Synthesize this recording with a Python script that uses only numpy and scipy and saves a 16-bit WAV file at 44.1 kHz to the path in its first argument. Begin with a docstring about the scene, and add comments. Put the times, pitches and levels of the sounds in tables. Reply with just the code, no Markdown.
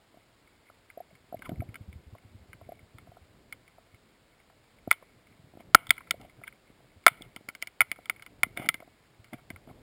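"""Camera under lake ice

A small underwater camera hangs on its cable. Hard ticks and soft bumps along the cable ring its plastic
housing, water slops in the ice hole with low thuds, and the cable scrapes now and then, over preamp hiss.
The camera samples slowly and holds each sample, which mirrors every sound into the treble."""
import sys
import numpy as np
from scipy import signal
from scipy.fft import rfft, irfft
from scipy.io import wavfile
from scipy.ndimage import uniform_filter1d

SR = 44100
rng = np.random.default_rng(int(sys.argv[2]) if len(sys.argv) > 2 else 0)


def bounce(signal):
    """Save signal as a 16-bit WAV file at the path given by the first command-line argument."""
    frames = np.transpose(np.atleast_2d(signal))
    limited = np.clip(frames, -1, 1)
    pcm = np.round(limited * 32767).astype(np.int16)
    wavfile.write(sys.argv[1], SR, pcm)


N = 433048
TIME = np.arange(N) / SR

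# The modes, or natural tones, of each part of the housing:
# (pitch [Hz], level [dB], ring time [s], size and direction of the first swing [factor])
SHELL = [(2004, -3, 0.019, -0.69), (2195, 11, 0.01, 1), (2050, -10, 0.017, 0.31)]
PLATE = [(1348, 0, .0098, -1), (1095, -11, .0102, -1), (1770, -15, .009, -1), (830, -19, .009, 1)]
LENS = [(2835, -4, 0.0062, 0.4), (3075, -3.5, 0.0063, -0.53), (4200, -10, 0.0071, -0.41),
        (4940, -4, 0.005, 0.53), (5286, -3.5, 0.0032, 0.83)]
RIM = [(3550, 1.5, 0.011, -0.34), (3243, -7, 0.009, 0.98)]
CAVITY = [(699, -4, 0.026, -1.4), (612, 2.5, 0.0075, 0.87), (800, -22.5, 0.007, 0.86)]
MOUNT = [(261, 0, 0.011, -1)]
# How restless the water round the housing is: (time [s], level [dB])
WASH_LEVELS = [(0.0, -72.5), (1.37, -68), (1.5, -50), (1.78, -61), (1.97, -57), (2.11, -64.5),
               (2.51, -61.5), (3.25, -66), (4.49, -70.5), (5.3, -66.5), (5.99, -58), (6.27, -61.5),
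               (6.48, -66.5), (6.9, -66), (7.22, -60.5), (7.55, -70.5), (8.56, -60.5), (9.0, -68.5),
               (9.25, -66), (9.82, -59)]


def undb(db):
    """Turn a level in dB into a gain."""
    return 10 ** (np.asarray(db, float) / 20)


def add(out, s, x):
    """Mix a short sound in at s seconds."""
    i = max(int(s * SR), 0)
    out[i:i + len(x)] += x[:N - i]


def unit(x):
    """Scale a sound to an average strength (rms) of 1."""
    return x / np.sqrt(np.mean(x ** 2))


def coloured(points):
    """Noise whose spectrum follows (frequency [Hz], level [dB]) points."""
    hz, db = np.transpose(points)
    bins = np.arange(1, N // 2 + 2) * SR / N
    gain = undb(np.interp(np.log(bins), np.log(hz), db))
    return unit(irfft(rfft(rng.standard_normal(N)) * gain, N))


def wander(per_s):
    """A curve that glides to a new random value per_s times a second."""
    step = int(SR / per_s)
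    held = np.repeat(rng.standard_normal(N // step + 1), step)
    return 1.7 * uniform_filter1d(held, step)[:N]


def strays(per_s, spreads):
    """Rows of events at random times, each value drawn round its average."""
    count = int(per_s * N / SR)
    mean, spread = np.transpose(spreads)
    times = rng.random(count) * N / SR
    return np.column_stack([times, mean + spread * rng.standard_normal((count, len(mean)))])


def ring(modes, chance=np.zeros(10), push_s=0.00014, detune=0.007, scatter_db=3.0,
         bend=1.6, length=1, rise_cycles=0.5):
    """One blow on a part, with peak 1; chance nudges the level and pitch of each mode."""
    t = TIME[:SR // 6]
    x = 0
    for k, (hz, db, ring_s, swing) in enumerate(modes):
        # like a cluster of close tones, it holds, drops as they fall out of step and leaves a faint tail
        fade = undb(-60 * (t / ring_s / length) ** bend) + undb(-24 - 30 * t / ring_s)
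        rise = 1 - np.exp(-hz * t / rise_cycles)
        tone = np.sin(2 * np.pi * hz * (1 + detune * chance[5 + k]) * t)
        x = x + swing * undb(db + scatter_db * chance[k]) * fade * rise * tone
    x = np.convolve(x, np.hanning(int(push_s * SR) + 3))  # a longer push is a softer contact
    return x / np.abs(x).max()


def grit(modes, grain_db=1.6, length=1):
    """A stream of tiny blows on a part; more grain_db makes it more uneven."""
    blows = rng.standard_normal(N) * undb(grain_db * wander(250))
    return unit(signal.fftconvolve(blows, ring(modes, length=length))[:N])


def water_wash():
    """Restless water gurgles round the housing and jostles its mount."""
    # The water's deep rumble: (frequency [Hz], level [dB])
    spectrum = [(15, -10.5), (30, 1.5), (60, -4.5), (110, -2.5), (200, -7.5), (350, -10), (700, -18.5),
                (1200, -34), (3000, -79)]
    wash_db = np.interp(TIME, *np.transpose(WASH_LEVELS))
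    gurgle = undb(wash_db + 2 * wander(14)) * coloured(spectrum)
    jostle = undb(-49.5 + 0.5 * wash_db + 3 * wander(31)) * grit(MOUNT, 3.0)
    return gurgle + jostle


def shell_creak():
    """The plastic shell creaks faintly all the time."""
    return undb(-80 + 2.9 * wander(30)) * grit(SHELL, 2.6)


def preamp_hiss():
    """The microphone's amplifier hisses steadily."""
    # The amplifier's own noise: (frequency [Hz], level [dB])
    spectrum = [(12, -31.5), (20, -0.5), (175, -9.5), (242, -8), (702, -9), (825, -12), (1810, -14),
                (2080, -14), (2560, -16.5), (5000, -17), (6500, -27.5)]
    return undb(-64) * coloured(spectrum)


def hollow_knocks():
    """The housing's lower modes ring: soft bumps on their own, and the deep body under hard ticks."""
    # Low knocks: (time [s], cavity peak [dB], mount [dB over cavity], plate [dB over cavity],
    # cavity ring length [share of its full ring])
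    knocks = [(0.141, -51.5, -4, -7, .8), (0.1702, -50, -1, -20, 0.91), (0.699, -49, -27, 3.5, 0.61),
              (0.973, -33.5, -19, -33, 1), (1.002, -33, -36, -23, .9), (1.108, -54, -20, -20, 1),
              (1.324, -32.5, -11, -15, 0.84), (1.342, -28.5, -11, -47, 0.69), (1.392, -52, 6, -16, .7),
              (1.491, -33, 2.5, -24, 0.72), (1.516, -39, 8.5, -9, 0.59), (1.619, -33, -4.5, -32, 1),
              (2.15, -46, -25, 0.5, 1), (2.612, -44.5, -16, -3.5, 0.9), (2.689, -35.5, -9.5, -28, 1),
              (2.719, -35, -21, -22, 0.72), (3.071, -48, -3, -10, 0.99), (3.116, -46, -16, -17, 0.87),
              (3.168, -46, -24, -2, .8), (3.782, -47.5, -23, -3, 0.69), (4.499, -56.5, -20, 5, .7),
              (4.874, -29.5, 1, -19, 0.47), (5.025, -44.5, -31, -2, 0.74), (5.536, -48.5, -3, -17, 0.37),
              (5.551, -55.5, 8, -11, .45), (5.571, -42.5, -3, -15.5, 0.4), (5.604, -47, -10, -2, 0.6),
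              (5.748, -25.5, 8.5, -26, 0.68), (5.907, -47, 8, -25, 0.64), (6.109, -48.5, 2.5, -25, 0.76),
              (6.141, -38, -19, -28, 0.98), (6.197, -57.5, 10, 2, 0.64), (6.279, -54.5, -22, -12, 0.86),
              (6.388, -55.5, -3, -10, 0.52), (6.4144, -48, -22, -2, 0.81), (6.7, -56.5, 8, -15, 0.48),
              (6.803, -54, -12, -14, 0.56), (6.843, -56.5, -10, -14.5, 0.53), (7.065, -14, -19, -34, 0.49),
              (7.207, -47.5, 6, -12, 0.45), (7.248, -52.5, -2, -11, .6), (7.362, -46.5, 4.5, -3, 0.51),
              (7.4077, -52, 2, -11, 0.43), (7.4848, -43.5, 1.5, 0, 0.65), (7.551, -57, 2.5, -23, .7),
              (7.625, -47, -5, -32, 0.94), (7.672, -51.5, -4, -27, 0.61), (7.807, -51, 4, -25, .7),
              (7.916, -47.5, 3.5, -25, 0.53), (7.987, -43.5, -14, -2.5, 0.73), (8.098, -51.5, 4, -24, 0.56),
              (8.433, -59, 16, -23.5, .7), (8.465, -62, 22.5, 8, .7), (8.573, -35, -30, -20, 0.72),
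              (8.589, -42, -14, -15.5, 0.64), (8.596, -38.5, 6.5, -3, 0.58), (8.617, -41, -18, -13, 0.94),
              (8.638, -47, -15, -15, 0.54), (8.65, -59.5, 20, -5, .7), (8.669, -56, 19.5, -5, .7),
              (8.691, -57, 15, -23.5, 0.64), (8.743, -47.5, 5, -25, .7), (8.8016, -45.5, -5, -5, 0.64),
              (8.823, -42.5, -31, -2, 1), (8.875, -51, 1, -11, .7), (9.326, -46, 2.5, -7, 0.45),
              (9.339, -44, 10, -11, .7), (9.504, -44, 8, -1.5, 1), (9.6735, -53, 9, 4, 0.6),
              (9.71, -53.5, 8.5, 3.5, 0.63)]
    out = np.zeros(N)
    for s, db, mount_db, plate_db, length in knocks:
        chance = rng.standard_normal((3, 10))
        cavity = ring(CAVITY, chance[0], push_s=0.0016, detune=0.023, rise_cycles=1, length=length)
        mount = ring(MOUNT, chance[1], push_s=0.0026, detune=0.033)
        plate = ring(PLATE, chance[2], push_s=0.00089, detune=0.0068, scatter_db=9.5)
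        add(out, s, undb(db) * cavity)
        add(out, s, undb(db + mount_db) * mount)
        add(out, s, undb(db + plate_db) * plate)
    return out


def hard_ticks(slide_s=0.0035, rattle_s=0.028, buzz_s=0.062, fizz_s=0.04, linger_s=0.14):
    """Each tick rings the housing, slides on for a moment and leaves loose parts rattling faintly."""
    # Ticks: (time [s], shell peak [dB], then plate, lens, rim and collar [dB over shell])
    ticks = [(0.474, -54, -24, -20, -26, -20), (0.901, -40.5, -34, -30, -32, -13),
             (1.153, -50.5, -9, -5, -13, -20), (1.369, -53, -24, -20, -26, -20),
             (1.392, -53.5, -20, 5, -5, -20), (1.421, -46, 0.5, -6, -16, 7), (1.4925, -43.5, -8, 0, -2, -4),
             (1.558, -52, -24, -17, -26, -20), (1.605, -40, -18, -24, -28, -14),
             (1.69, -52, -16, -10, -24, -16), (1.743, -41.5, -8, -2.5, -14, -11),
             (1.756, -37, -7, -7.5, -16, -5.5), (1.928, -44, -34, -11, -14, -27),
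             (2.183, -53, -20, -14, -18, -20), (2.531, -40.5, -10, -9, -23, -4.5),
             (2.72, -52.5, -12, -12, -24, -20), (2.792, -50.5, -25, -20, -24, -20),
             (2.984, -45.5, 1, -5, -3.5, -20), (3.525, -32.5, -12.5, -3.5, -10, -27),
             (3.6783, -49.5, -27, -6, -17, -22), (3.945, -51.5, -18, -7, -15, -20),
             (4.401, -55, -24, -18, -26, -24), (4.786, -54.5, -24, -20, -26, -25),
             (4.908, -37, -8.5, 4, 3.5, -18), (4.9121, -6.5, -5.5, -12, -18, -23),
             (4.927, -32, -6.5, 0, -1.5, -12), (5.27, -54, -13.5, -7, -10.5, -20),
             (5.7472, -2.5, 7, 6, -21, -17), (5.8686, -45, -1, 3, 5, -13), (5.893, -42, -11, -3, 8, -20),
             (5.906, -4, -16, -6, -4.5, -25), (5.9668, -48, -3, -3, -5, -20),
             (5.9794, -37, -11, -12, -24, -11), (6.0069, -46.5, 3.5, -20, -24, -4),
             (6.0723, -51, 0.5, -9, -14, -14), (6.1087, -16, -9.5, 3.5, -1, -23),
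             (6.2133, -54.5, -3, 10, 1, -11), (6.2966, -50.5, -19, -7, -14.5, -20),
             (6.4368, -36.5, -21, -32, -30, -24), (6.4772, -35, -22, -16, -9, -2),
             (6.5253, -48.5, -23, -22.5, -24, -20), (7.039, -53, -14, -6, -8.5, -20),
             (7.0647, -3.5, 3, -0.5, -6.5, -8), (7.08, -10, -7.5, -10.5, -13.5, -24),
             (7.2205, -51, -26, 11, 16, -20), (7.362, -35, -20, 1.5, -7, -22),
             (7.4879, -27.5, -10, -3, -19, -25), (7.497, -47, 0, 2, -10, -13),
             (7.5504, -37, -11, 1.5, -15, -9), (7.618, -50, -9, 10, 0, -14),
             (7.6244, -22, -24, 0.5, -30, -35), (7.672, -34, -24, 2, -12, -19.5),
             (7.8061, -5.5, -10, -14.5, -20, -28), (7.8153, -11, -10, -11.5, -17.5, -24.5),
             (7.9155, -19, -18.5, -6.5, -12.5, -37), (7.96, -49, -3, -8, -8, -14),
             (8.0565, -40.5, -26, -2, -1.5, -24), (8.0972, -14, -14, -10, -14.5, -36),
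             (8.162, -47.5, -25, -9, -11, -24), (8.196, -44, -18, -20, -25, -14),
             (8.2228, -39, -12, -1, -10, -12), (8.2629, -38.5, -10, -4.5, -13, -19.5),
             (8.4326, -8.5, -8, -8.5, -14, -28), (8.566, -49.5, 4, -2.5, -4, -16),
             (8.5734, -23, -18, -13, -10, -14), (8.5905, -43, -16.5, -15, -12, -20),
             (8.596, -36, -11, -17, -18, -16), (8.6195, -41, -8, -8, -7, -20),
             (8.6607, -37.5, -18, -6, -8, -20), (8.6665, -49, -16, -6, -10, -20),
             (8.6887, -10, -13, -3, -7, -40), (8.742, -29.5, -11, -0.5, -8, -11),
             (8.8025, -47, -10.5, -5, -13.5, -16), (9.2439, -49.5, -8.5, 2, -12, -12),
             (9.3327, -37, -24, -7.5, -16, -12), (9.5027, -34, -14, -4, -12, -9),
             (9.5606, -43, -3, -12, -16, -13)]
    # The same five levels for faint ticks at random times: (average [dB], spread [dB])
    faint_levels = [(-64, 2), (-16, 5), (-12, 5), (-20, 5), (-18, 4)]
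    # Modes of the collar and of the shell's lingering ring:
    # (pitch [Hz], level [dB], ring time [s], first swing [factor])
    collar_modes = [(1547, 0, 0.018, -1)]
    linger_modes = [(2210, -0.5, 0.022, 0.95), (2060, -5, 0.02, 0.89)]
    blows = np.zeros(N)
    shake, shine, buzz, fizz, linger = np.zeros((5, N))  # loudness curves of the after-sounds
    t = TIME[:SR // 2]
    slide = t / slide_s * np.exp(1 - t / slide_s)
    for s, db, plate_db, lens_db, rim_db, collar_db in np.vstack([ticks, strays(1.2, faint_levels)]):
        chance = rng.standard_normal((7, 10))
        cavity = ring(CAVITY, chance[3], bend=3.5, length=0.59)
        mount = ring(MOUNT, chance[4], detune=0.07)
        cavity_db = -20.5 + 0.57 * plate_db  # a tick on the plate also reaches the cavity behind it
        blow = (ring(SHELL, chance[0])
                + undb(plate_db) * ring(PLATE, chance[1], bend=3.5)
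                + undb(lens_db) * ring(LENS, chance[2])
                + undb(rim_db) * ring(RIM, chance[5])
                + undb(collar_db) * ring(collar_modes, chance[6], detune=0.021)
                + undb(cavity_db) * (cavity + undb(-21) * mount))
        add(blows, s, undb(db) * blow)
        slide_db = min(-32 - 0.5 * db, -14)  # harder ticks slide less for their size
        loose = undb(db + slide_db) * slide + undb(db - 49) * np.exp(-t / rattle_s)
        add(shake, s, loose)
        add(shine, s, undb(0.44 * max(lens_db, rim_db)) * loose)  # brighter if lens or rim is hit
        add(buzz, s, undb(db + plate_db - 56) * np.exp(-t / buzz_s))  # the plate buzzes on, lower
        add(fizz, s, undb(db + rim_db - 47) * np.exp(-t / fizz_s))  # the rim fizzes on, higher
        add(linger, s, undb(db - 56.5) * np.exp(-t / linger_s))
    rattle = grit(SHELL) + undb(-5) * grit(PLATE)
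    bright = grit(LENS[:2]) + undb(-7) * grit(RIM, length=0.75) + undb(-13) * grit(LENS[2:])
    plate_grit = rattle + undb(2.5) * grit(PLATE) + undb(-3) * (grit(CAVITY) + grit(LENS[:2]))
    rim_grit = grit(RIM, 2.0, length=0.6) + undb(-2) * grit(LENS[2:3], 2.5, length=0.45)
    bass_cut = signal.butter(2, 330, "high", fs=SR, output="sos")  # the ticks carry no deep bass
    return (signal.sosfilt(bass_cut, blows) + shake * rattle + undb(-7) * shine * bright
            + buzz * plate_grit + fizz * rim_grit + linger * grit(linger_modes, 0))


def water_slops(glide=0.07, hum_cycles=2.9):
    """A pocket of air under the ice swings up and dies in a few cycles, with two weaker tones above."""
    # Slops in the ice hole: (time of the crest [s], level [dB], pitch [Hz])
    slops = [(1.13, -52, 170), (1.152, -58, 121), (1.367, -48, 99), (1.528, -33, 138), (1.58, -35, 72),
             (1.599, -26.5, 102), (1.691, -36.5, 100), (1.811, -38, 94.5), (1.887, -38, 72),
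             (1.934, -48, 110), (1.959, -39.5, 74), (2.074, -44.5, 69), (2.132, -42, 99), (2.252, -47, 101),
             (2.351, -42.5, 93), (2.418, -49.5, 83), (2.495, -48, 100), (2.551, -48, 118), (2.622, -47, 94),
             (2.666, -50, 110), (2.832, -49, 89), (2.949, -47, 107), (3.026, -50, 108), (3.091, -49, 101),
             (3.221, -51.5, 75.4), (3.942, -50, 96), (4.877, -42, 93.3), (5.397, -49.5, 133),
             (5.444, -49, 113), (5.472, -52.5, 130), (5.752, -46.5, 107), (5.894, -42.5, 97.3),
             (6.227, -51, 89.4), (6.392, -50, 121), (6.852, -58, 130), (6.968, -50, 86.6),
             (7.117, -46, 129), (7.264, -48.5, 117), (7.82, -46, 109), (8.443, -44.5, 98),
             (8.602, -44, 129), (8.699, -51, 127), (9.198, -49, 102.4), (9.341, -39.5, 120),
             (9.538, -45, 87.5), (9.71, -52, 103.5)]
    # Faint slops at random times: (average, spread) of level [dB over the wash], then of pitch [Hz]
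    faint_spreads = [(6, 1.7), (105, 18)]
    faint = strays(4, faint_spreads)
    faint[:, 1] += np.interp(faint[:, 0], *np.transpose(WASH_LEVELS))
    out = np.zeros(N)
    for s, db, hz in np.vstack([slops, faint]):
        chance = rng.random(6)
        cycle = TIME[:SR // 6] * hz
        crest = 1.9 * (0.39 + 0.18 * chance[3])  # cycles until the swell peaks
        swell = (cycle / crest * np.exp(1 - cycle / crest)) ** 3.2
        hum = undb(-9) * (1 - np.exp(-(cycle / crest) ** 4)) * np.exp(-cycle / hum_cycles)
        upward_bend = glide * np.log(np.cosh(cycle - crest))  # the pitch rises through the crest
        swing = np.sin(2 * np.pi * (chance[0] + cycle + upward_bend))
        upper = np.sin(2 * np.pi * (chance[1] + (2.6 + 0.8 * chance[2]) * cycle))
        lower = np.sin(2 * np.pi * (chance[4] + (2.0 + 0.6 * chance[5]) * cycle))
        flutter = swell * (undb(-17) * upper + undb(-12) * lower)
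        add(out, s - crest / hz, undb(db) * ((swell + hum) * swing + flutter))
    return out


def cable_scrapes(attack_db_per_s=2199, release_db_per_s=1100, grain_db=2.5):
    """The cable sticks and slips, shaking the housing: it bites fast, holds and lets go."""
    # Scrapes: (start [s], hold [s], shell level [dB], cavity level [dB over shell])
    scrapes = [(1.423, 0.0078, -53.5, -15), (1.451, 0.012, -50.5, -25), (5.601, 0.0062, -55.5, 3),
               (6.203, 0.053, -63.5, 7.5), (6.435, 0.0028, -61, -9), (6.473, 0.0026, -49.5, -17),
               (7.098, 0.089, -72, 1), (7.213, 0.043, -63, -5), (8.57, 0.094, -50.5, 1),
               (9.246, 0.03, -69.5, -15.5), (9.332, 0.01, -53, 8), (9.384, 0.0092, -63.5, 2),
               (9.686, 0.019, -64, 15)]
    high, low = np.zeros((2, N))
    t = TIME[:SR // 2] - 0.1  # begin early to leave room for the attack
    for s, hold, db, cavity_db in scrapes:
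        level = db + attack_db_per_s * np.minimum(t, 0) - release_db_per_s * np.maximum(t - hold, 0)
        add(high, s + t[0], undb(level))
        add(low, s + t[0], undb(level + cavity_db))
    body = grit(SHELL, grain_db) + undb(-3.5) * grit(PLATE, grain_db, length=0.6)
    bright = (grit(LENS[:2], grain_db) + undb(-6) * grit(RIM, grain_db, length=0.61)
              + undb(-11) * grit(LENS[2:], grain_db))
    hollow = unit(grit(CAVITY, grain_db, length=0.46) + undb(-3.5) * grit(MOUNT, 1.5))
    return high * (body + undb(-8) * bright) + low * hollow


def squelch(at_s=1.463, width_s=0.01, high_hz=1480, low_hz=995, drop_s=0.0041):
    """One short, slightly rough tone slides down."""
    t = TIME - at_s
    hz = low_hz + (high_hz - low_hz) * (1 - np.tanh(t / drop_s)) / 2
    phase = np.cumsum(hz * (1 + 0.03 * wander(440))) / SR
    loudness = undb(-44 + 2 * wander(300)) * np.exp(-(t / width_s) ** 2 / 2)
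    return loudness * np.sin(2 * np.pi * phase)


def singing_metal():
    """Some ticks set a small metal part singing with a thin tone that outlasts them."""
    # The part's one mode: (pitch [Hz], level [dB], ring time [s], first swing [factor])
    metal_modes = [(2077, 0, 0.073, -1)]
    # When it is struck: (time [s], peak level [dB])
    strikes = [(5.907, -48.5), (7.081, -45.5), (8.098, -48), (8.434, -28.5), (8.689, -27.5), (8.743, -39)]
    out = np.zeros(N)
    for s, db in strikes:
        add(out, s, undb(db) * ring(metal_modes, bend=0.78))
    return out


def scene():
    """All the sounds meet in one channel, that of the microphone inside the housing."""
    steady = water_wash() + shell_creak() + preamp_hiss()
    events = hollow_knocks() + hard_ticks() + water_slops() + cable_scrapes()
    return (steady + events + squelch() + singing_metal())[None]


def record(dry, low_hz=42, high_hz=5500, top_hz=16300):
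    """The preamp overloads on loud peaks; the camera filters, samples slowly and holds each sample."""
    band = signal.butter(2, [low_hz, high_hz], "band", fs=SR, output="sos")
    filtered = signal.sosfilt(band, np.clip(dry, -1, 1))
    slow = np.clip(signal.resample_poly(filtered, 40, 147, axis=1), -1, 1)  # 12000 samples a second
    steps = np.repeat(slow, 4, axis=1)  # holding makes stair steps, which add the mirrored treble
    held = signal.resample_poly(steps, 147, 160, axis=1)[:, :N]  # back to SR
    top_cut = signal.ellip(12, 0.2, 90, top_hz, fs=SR, output="sos")
    return signal.sosfilt(top_cut, held)


dry = scene()
out = record(dry)
bounce(out)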